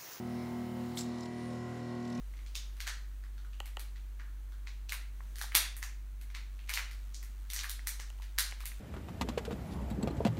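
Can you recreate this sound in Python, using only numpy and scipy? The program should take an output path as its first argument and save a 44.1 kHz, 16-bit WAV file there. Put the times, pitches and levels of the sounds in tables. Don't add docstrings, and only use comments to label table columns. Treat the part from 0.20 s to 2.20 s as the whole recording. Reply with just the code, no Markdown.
import sys
import numpy as np
from scipy import signal
from scipy.fft import rfft, irfft
from scipy.io import wavfile
from scipy.ndimage import uniform_filter1d

SR = 44100
rng = np.random.default_rng(int(sys.argv[2]) if len(sys.argv) > 2 else 0)


def file_out(sig):
    cols = np.atleast_2d(sig).T
    lim = np.clip(cols, -1, 1)
    pcm = np.round(lim * 32767).astype(np.int16)
    wavfile.write(sys.argv[1], SR, pcm)


def decibels_to_gain(level_db):
    exponent = np.asarray(level_db, float) / 20
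    return 10 ** exponent


N = 88200
T = np.arange(N) / SR
HUM_HZ = 119.98
RELEASE_S, SETTLE_S = .768, .21


def evened(x):
    return x / np.sqrt(np.mean(x ** 2) + 1e-20)


def curve(rows):
    time_s, value = np.transpose(rows)
    return np.interp(T, time_s, value)


def tone(hz):
    return np.sin(2 * np.pi * (hz * T + rng.random()))


def bell(centre_s, length_s, power=2):
    return np.exp(-((T - centre_s) / length_s) ** power)


def coloured(points):
    point_hz, point_db = np.transpose(points)
    hz = np.fft.rfftfreq(N, 1 / SR)
    gain_db = np.interp(np.log(hz + 1), np.log(point_hz), point_db, left=-90)
    return evened(irfft(rfft(rng.standard_normal(N)) * decibels_to_gain(gain_db), N))


def slow(rate_hz, depth_db):
    hz = np.geomspace(.6, rate_hz, 6)[:, None]
    coarse_t = T[::400]
    wander = (np.sin(2 * np.pi * (hz * coarse_t + rng.random((6, 1)))) / hz ** .042).sum(0)
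    return np.interp(T, coarse_t, decibels_to_gain(depth_db * evened(wander)))


def resonate(x, hz, width_hz):
    turn = np.exp(2j * np.pi * np.cumsum(hz + 0 * T) / SR)
    r = np.exp(-np.pi * width_hz / SR)
    return 2 * (turn * signal.lfilter([1 - r], [1, -r], x / turn)).real


def ring(x, hz, width_hz):
    offset_hz = np.fft.rfftfreq(N, 1 / SR) - hz
    return evened(irfft(rfft(x) / (1 + 2j * offset_hz / width_hz) / (1 + 1j * offset_hz / width_hz), N))


def opened():
    return np.clip((T - RELEASE_S) / SETTLE_S, 0, 1)


def flutter():
    return decibels_to_gain(1.4 * evened(uniform_filter1d(rng.standard_normal(N), size=130)))


# time_s, speed_rev_per_s
SPEED = [(0, 40.62), (.3, 40.7), (.76, 40.7), (.95, 40.3), (1.1, 40.26), (1.4, 40.42), (1.6, 40.36),
         (2, 40.15)]
STROKE_AT_S = 1.035


def strokes():
    turns = np.cumsum(curve(SPEED)) / SR
    return turns - turns[round(STROKE_AT_S * SR)]


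# time_s, level_db
DRONE = [(0, -48), (.15, -47), (.42, -50), (.62, -47), (.8, -49), (1.1, -50), (1.35, -45), (1.7, -45.5),
         (1.85, -48), (2, -48)]
# time_s, level_db
HUM = [(0, -44.5), (.15, -39), (.26, -42.5), (.4, -38.5), (.5, -44), (.63, -39), (.75, -44), (.88, -38),
       (1.05, -44), (1.33, -42), (1.56, -48), (1.8, -40.5), (2, -37.5)]
THIRD_DB = -49.5


def hum():
    gains = [decibels_to_gain(curve(DRONE)), decibels_to_gain(curve(HUM)), decibels_to_gain(THIRD_DB)]
    return np.sqrt(2) * sum(g * tone(k * HUM_HZ) for k, g in enumerate(gains, 1))


# pitch_hz, level_db
FAN = [(148, -66.5), (229, -66)]


def fan():
    return np.sqrt(2) * sum(decibels_to_gain(db) * np.sin(2 * np.pi * hz * T) for hz, db in FAN)


# shaft_order, level_db
SEALED = [(1, -34), (2, -14), (3, -18), (4, -15.5), (5, -13.5), (6, -11), (7, -20.5), (8, -21), (9, 4),
          (10, -25.5), (11, -26), (12, -20.5), (13, -19), (14, -35), (15, -25), (16, -24), (17, -19.5),
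          (18, -15), (19, -25), (20, -52), (21, -24), (22, -25), (23, -27.5), (24, -27), (25, -25.5),
          (26, -25.5), (27, -32), (28, -29), (29, -51), (30, -40)]
# shaft_order, level_db
FREED = [(1, -34), (2, -16), (3, -2), (4, -16), (5, -17.5), (6, -10), (7, -23), (8, -20.5), (9, -17),
         (10, -31), (11, -21), (12, -28.5), (13, -21), (14, -39), (15, -22), (16, -23), (17, -27),
         (18, -13.5), (19, -49), (20, -35), (21, -28), (22, -27.5), (23, -41), (24, -18.5), (25, -45),
         (26, -24), (27, -22), (28, -31), (29, -24.5), (30, -37)]
# shaft_order, level_db
OPEN = [(1, -35), (2, -16.5), (3, 0), (4, -16), (5, -11), (6, 10), (7, -15), (8, -25), (9, 9), (10, -24),
        (11, -23), (12, -24), (13, -17.5), (14, -22.5), (15, -26), (16, -21), (17, -23.5), (18, -14),
        (19, -27.5), (20, -30), (21, -29), (22, -31), (23, -25), (24, -35), (25, -24), (26, -22.5),
        (27, -18), (28, -30), (29, -38), (30, -46)]
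STAGES_S = [.74, .93, 1.2, 1.4]
# shaft_order, hum_partial, sealed_db, open_db, beat_lag_cycles
SIDEBANDS = [(4, 1, -66, -69, .45), (4, 2, -65, -66, .22), (5, 1, -51.5, -59, .08), (7, 2, -75, -67, .17),
             (8, 2, -68, -73, .06), (13, 3, -73, -69, -.42), (15, 5, -68, -64, .1)]
ORDERS_DB, UNDER_HUM_DB = -42.5, -29
WAVER_DB, WAVER_HZ, FULL_WAVER_ORDER = 3, 7, 9
STEADY_ORDER, STEADY_SHARE = 18, .3


def shaft_orders(turns):
    out, free = np.zeros(N), opened()
    slip = 3 * (turns - turns[0]) - HUM_HZ * T
    for k, (sealed, freed, settled) in enumerate(zip(SEALED, FREED, OPEN), 1):
        phase = k * turns + rng.random()
        if k != 3:
            depth_db = WAVER_DB * min(k / FULL_WAVER_ORDER, 1) ** 2
            if k == STEADY_ORDER:
                depth_db *= STEADY_SHARE
            stage_db = ORDERS_DB + np.array([sealed[1], freed[1], freed[1], settled[1]])
            if k in (6, 9):
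                stage_db = stage_db + UNDER_HUM_DB
            gain = np.interp(T, STAGES_S, decibels_to_gain(stage_db)) * slow(WAVER_HZ, depth_db)
            out += np.sqrt(2) * gain * np.cos(2 * np.pi * phase)
        for order, partial, sealed_db, open_db, lag in SIDEBANDS:
            if order == k:
                gain = decibels_to_gain(sealed_db + (open_db - sealed_db) * free)
                out += np.sqrt(2) * gain * np.cos(2 * np.pi * (phase - partial * slip + lag))
    return out


# centre_hz, width_hz, sealed_db, freed_db, settled_db
CASING = [(1288, 230, -65, -67, -71), (1434, 160, -69.5, -69.5, -63), (1550, 125, -69.5, -71.5, -75),
          (1985, 174, -70, -65, -69), (2162, 108, -72, -71, -71.5), (2910, 660, -71, -71, -69)]
ORDER_SCATTER_DB, CASING_AIR_DB = 1.2, -4


def casing(turns):
    upper = np.zeros(N)
    for k in range(31, 80):
        gain = decibels_to_gain(ORDER_SCATTER_DB * rng.standard_normal()) * slow(7, depth_db=2.2)
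        upper += gain * np.cos(2 * np.pi * (k * turns + rng.random()))
    drive = evened(upper) + decibels_to_gain(CASING_AIR_DB) * rng.standard_normal(N)
    out = np.zeros(N)
    for hz, width_hz, sealed_db, freed_db, settled_db in CASING:
        level_db = np.interp(T, STAGES_S, [sealed_db, freed_db, freed_db, settled_db])
        out += decibels_to_gain(level_db) * ring(drive, hz, width_hz)
    return out


# pitch_hz, density_db_per_hz
AIR = [(20, -29), (60, -1.5), (110, 2), (190, -4), (700, -5), (2500, -14), (6000, -19.5), (15500, -34)]
AIR_DB = -56.5


def room_air():
    return decibels_to_gain(AIR_DB) * slow(5.4, depth_db=.9) * coloured(AIR)


# pitch_hz, density_db_per_hz
LEAK = [(2500, -12), (6000, -4), (9000, 6), (13000, 8), (14900, 4), (15500, 9)]
LEAK_DB, LEAK_CLOSE_S = -65.5, .07
SEAL_HZ, SEAL_WIDTH_HZ, SEAL_DB = 15450, 350, -75


def leak():
    hiss = decibels_to_gain(LEAK_DB) * coloured(LEAK) * np.clip(1 - (T - RELEASE_S) / LEAK_CLOSE_S, 0, 1)
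    edge = ring(rng.standard_normal(N), SEAL_HZ, SEAL_WIDTH_HZ)
    return hiss + decibels_to_gain(SEAL_DB) * (1 - opened()) * edge


# centre_hz, width_hz, level_db
DRAUGHT = [(3010, 140, -78.5), (4250, 940, -69), (5120, 580, -73.5), (6920, 490, -76), (9320, 510, -78.5)]


def draught():
    air = rng.standard_normal(N)
    return sum(decibels_to_gain(db) * slow(4, depth_db=3) * ring(air, hz, width_hz) for hz, width_hz, db in DRAUGHT)


# shaft_order, sealed_db, open_db
WHINE = [(32, -66, -80), (47, -72, -69), (48, -69, -65), (49, -70, -65), (52, -68, -74), (58, -80, -71)]


def valve_whine(turns):
    out, free = np.zeros(N), opened()
    for k, sealed_db, open_db in WHINE:
        gain = decibels_to_gain(sealed_db + 3 + (open_db - sealed_db) * free) * slow(6, depth_db=1.8)
        out += gain * np.cos(2 * np.pi * (k * turns + rng.random()))
    return out


PEEP_S, PEEP_LEN_S, PEEP_HZ, PEEP_DB = .23, .075, 2285, -63


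def peep():
    return decibels_to_gain(PEEP_DB) * bell(PEEP_S, PEEP_LEN_S, power=4) * np.sin(2 * np.pi * PEEP_HZ * T)


# centre_s, pitch_hz, level_db, length_s
CHIRPS = [(.7745, 2250, -48, 0.0033), (0.773, 3100, -42.5, 0.00071), (0.7805, 4150, -41, 0.0023),
          (.793, 5400, -48, .003), (.783, 7750, -43, .002), (.787, 7450, -45, .002),
          (.811, 7600, -46, .002), (0.75, 4200, -58, .003), (0.97, 4100, -67, 0.0091),
          (1.008, 5900, -54, 0.0038), (1.011, 7300, -58, 0.0045), (1.006, 4100, -63, .004),
          (1.031, 5250, -53.5, 0.0054), (1.028, 4000, -57, .005), (1.058, 7500, -61, .004),
          (1.059, 3000, -62, 0.0025), (1.058, 4200, -59, .004), (1.088, 7000, -63, 0.0027),
          (1.829, 5700, -62, .003), (1.855, 3600, -63, 0.0038), (1.881, 6000, -62, .002),
          (1.929, 5300, -52, .0025), (1.924, 7300, -65, .002), (1.954, 5900, -53, .0035),
          (1.955, 3700, -62, .004), (1.98, 2400, -58, 0.0023), (1.979, 5400, -59, .003),
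          (1.996, 3500, -59, .003), (1.99, 2450, -52, 0.0023)]
CHIRP_WOBBLE = .03


def lip():
    wobble = 1 + CHIRP_WOBBLE * evened(uniform_filter1d(rng.standard_normal(N), size=60))
    clock_s = np.cumsum(wobble) / SR
    return sum(decibels_to_gain(db + 1) * bell(s, length_s) * np.sin(2 * np.pi * hz * clock_s)
               for s, hz, db, length_s in CHIRPS)


# pitch_hz, density_db_per_hz
TICK = [(4000, -35), (7000, 8), (15500, -8)]
TICK_S, TICK_LEN_S, TICK_DB = .757, .00056, -49


def tick():
    return decibels_to_gain(TICK_DB) * bell(TICK_S, TICK_LEN_S) * coloured(TICK)


FIZZ_HZ, FIZZ_DB, FIZZ_FALL_DB_S = 9000, -55, 420


def fizz():
    u = T - RELEASE_S
    rise = np.clip((u + .0072) / .003, 0, 1)
    level_db = FIZZ_DB - FIZZ_FALL_DB_S * np.maximum(u - .012, 0)
    return decibels_to_gain(level_db) * rise * coloured([(5500, -25), (FIZZ_HZ, 0), (13500, 2), (15500, -2)])


# centre_hz, width_hz, level_db
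TUBE = [(2180, 720, -4.5), (2900, 1700, -10), (3780, 440, 1.5), (4360, 250, -3), (5300, 130, -1),
        (7520, 860, 0), (10400, 720, -12), (14000, 2300, -26)]
# pitch_hz, density_db_per_hz
TUBE_BROAD = [(1200, 2), (2500, -4.5), (4000, 5), (7500, 3), (9000, -8), (15500, -12)]
BROAD_DB = 3


def tube(tilt_db):
    air, rung = rng.standard_normal(N), np.zeros(N)
    for k, (hz, width_hz, db) in enumerate(TUBE):
        rung += (-1) ** k * decibels_to_gain(db + tilt_db * np.log2(hz / 5000)) * ring(air, hz, width_hz)
    jet = coloured([(hz, db + tilt_db * np.log2(hz / 5000)) for hz, db in TUBE_BROAD])
    return evened(evened(rung) + decibels_to_gain(BROAD_DB) * jet)


TEAR_DB, TEAR_THROB_DB = -43, 2.5
TEAR_RISE_S, TEAR_HOLD_S, TEAR_FALL_DB_S = .0087, .015, 256
TEAR_ROOM_DB, ROOM_T60_S = -14, 1


def tear(turns):
    u = T - RELEASE_S
    fall_db = -TEAR_FALL_DB_S * np.maximum(u - TEAR_RISE_S - TEAR_HOLD_S, 0)
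    shape = np.clip(u / TEAR_RISE_S, 0, 1) * decibels_to_gain(fall_db)
    throb_db = TEAR_THROB_DB * np.cos(2 * np.pi * turns)
    rush = decibels_to_gain(TEAR_DB + throb_db) * shape * flutter() * tube(tilt_db=2)
    tail_db = TEAR_DB + TEAR_ROOM_DB - 60 * abs(u) / ROOM_T60_S
    return rush + decibels_to_gain(tail_db) * np.clip(u / .015, 0, 1) * tube(tilt_db=-4)


SHRILL_HZ, SHRILL_WIDTH_HZ, SHRILL_DB, SHRILL_S = 7800, 560, -49, .069


def shrill():
    u = np.clip((T - RELEASE_S) / SHRILL_S, 0, 1)
    edge = ring(rng.standard_normal(N), SHRILL_HZ, SHRILL_WIDTH_HZ)
    return decibels_to_gain(SHRILL_DB) * np.sin(np.pi * u ** .6) * edge


POP_S, POP_HZ, POP_DB, POP_T60_S = .7733, 3500, -28, .009


def pop():
    p = np.maximum(T - POP_S, 0)
    envelope = decibels_to_gain(POP_DB - 60 * p / POP_T60_S) * np.minimum(p / .0008, 1)
    return envelope * np.sin(2 * np.pi * POP_HZ * p * (1 + 12 * p))


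# time_s, level_db
GULP = [(.9, -73), (.98, -60.5), (1.01, -54), (1.035, -54), (1.06, -55), (1.085, -73), (1.22, -65),
        (1.32, -60.5), (1.44, -70), (1.76, -68), (1.85, -60), (1.93, -57.5), (2, -56)]
# time_s, pitch_hz
TIP = [(0, 5250), (1.8, 5300), (1.96, 5900), (2, 5600)]
TIP_WIDTH_HZ, TIP_DB = 600, -12
GULP_SHARP, GULP_TILT_DB, GULP_FLOOR = 1.7, -2, .15


def gulps(turns):
    gate = GULP_FLOOR + np.exp(GULP_SHARP * (np.cos(2 * np.pi * turns) - 1))
    tip_hz = curve(TIP)
    whistle = resonate(rng.standard_normal(N), tip_hz, TIP_WIDTH_HZ)
    whistle = evened(resonate(whistle, tip_hz, TIP_WIDTH_HZ))
    return decibels_to_gain(curve(GULP)) * gate * flutter() * (tube(GULP_TILT_DB) + decibels_to_gain(TIP_DB) * whistle)


# pitch_hz, density_db_per_hz
LEAN = [(100, -14), (165, 21), (250, -2), (600, -5), (2500, -44)]
LEAN_DB, LEAN_S, LEAN_RISE_S = -47, 1.8, .2


def cloth():
    return decibels_to_gain(LEAN_DB) * np.clip((T - LEAN_S) / LEAN_RISE_S, 0, 1) * coloured(LEAN)


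SQUEAK_S, SQUEAK_HZ, SQUEAK_DB, SQUEAK_LEN_S = 1.99, 2500, -66, .005


def squeak():
    rub = evened(resonate(rng.standard_normal(N), SQUEAK_HZ, 200))
    return decibels_to_gain(SQUEAK_DB) * bell(SQUEAK_S, SQUEAK_LEN_S) * rub


def scene():
    turns = strokes()
    pump = hum() + fan() + shaft_orders(turns) + casing(turns) + valve_whine(turns)
    sealed = leak() + draught() + peep()
    release = lip() + tick() + fizz() + tear(turns) + shrill() + pop()
    free = gulps(turns) + squeak()
    return (pump + room_air() + sealed + release + free + cloth())[None]


def top_cut(x):
    return signal.sosfilt(signal.butter(12, 15740, fs=SR, output="sos"), x)


EDGE_HZ = 15740


def record(dry):
    lowpass = signal.firwin(511, EDGE_HZ, window=("kaiser", 9), fs=SR)
    mix = signal.oaconvolve(dry, lowpass[None], "same")
    return top_cut(mix)


dry = scene()
out = record(dry)
file_out(out)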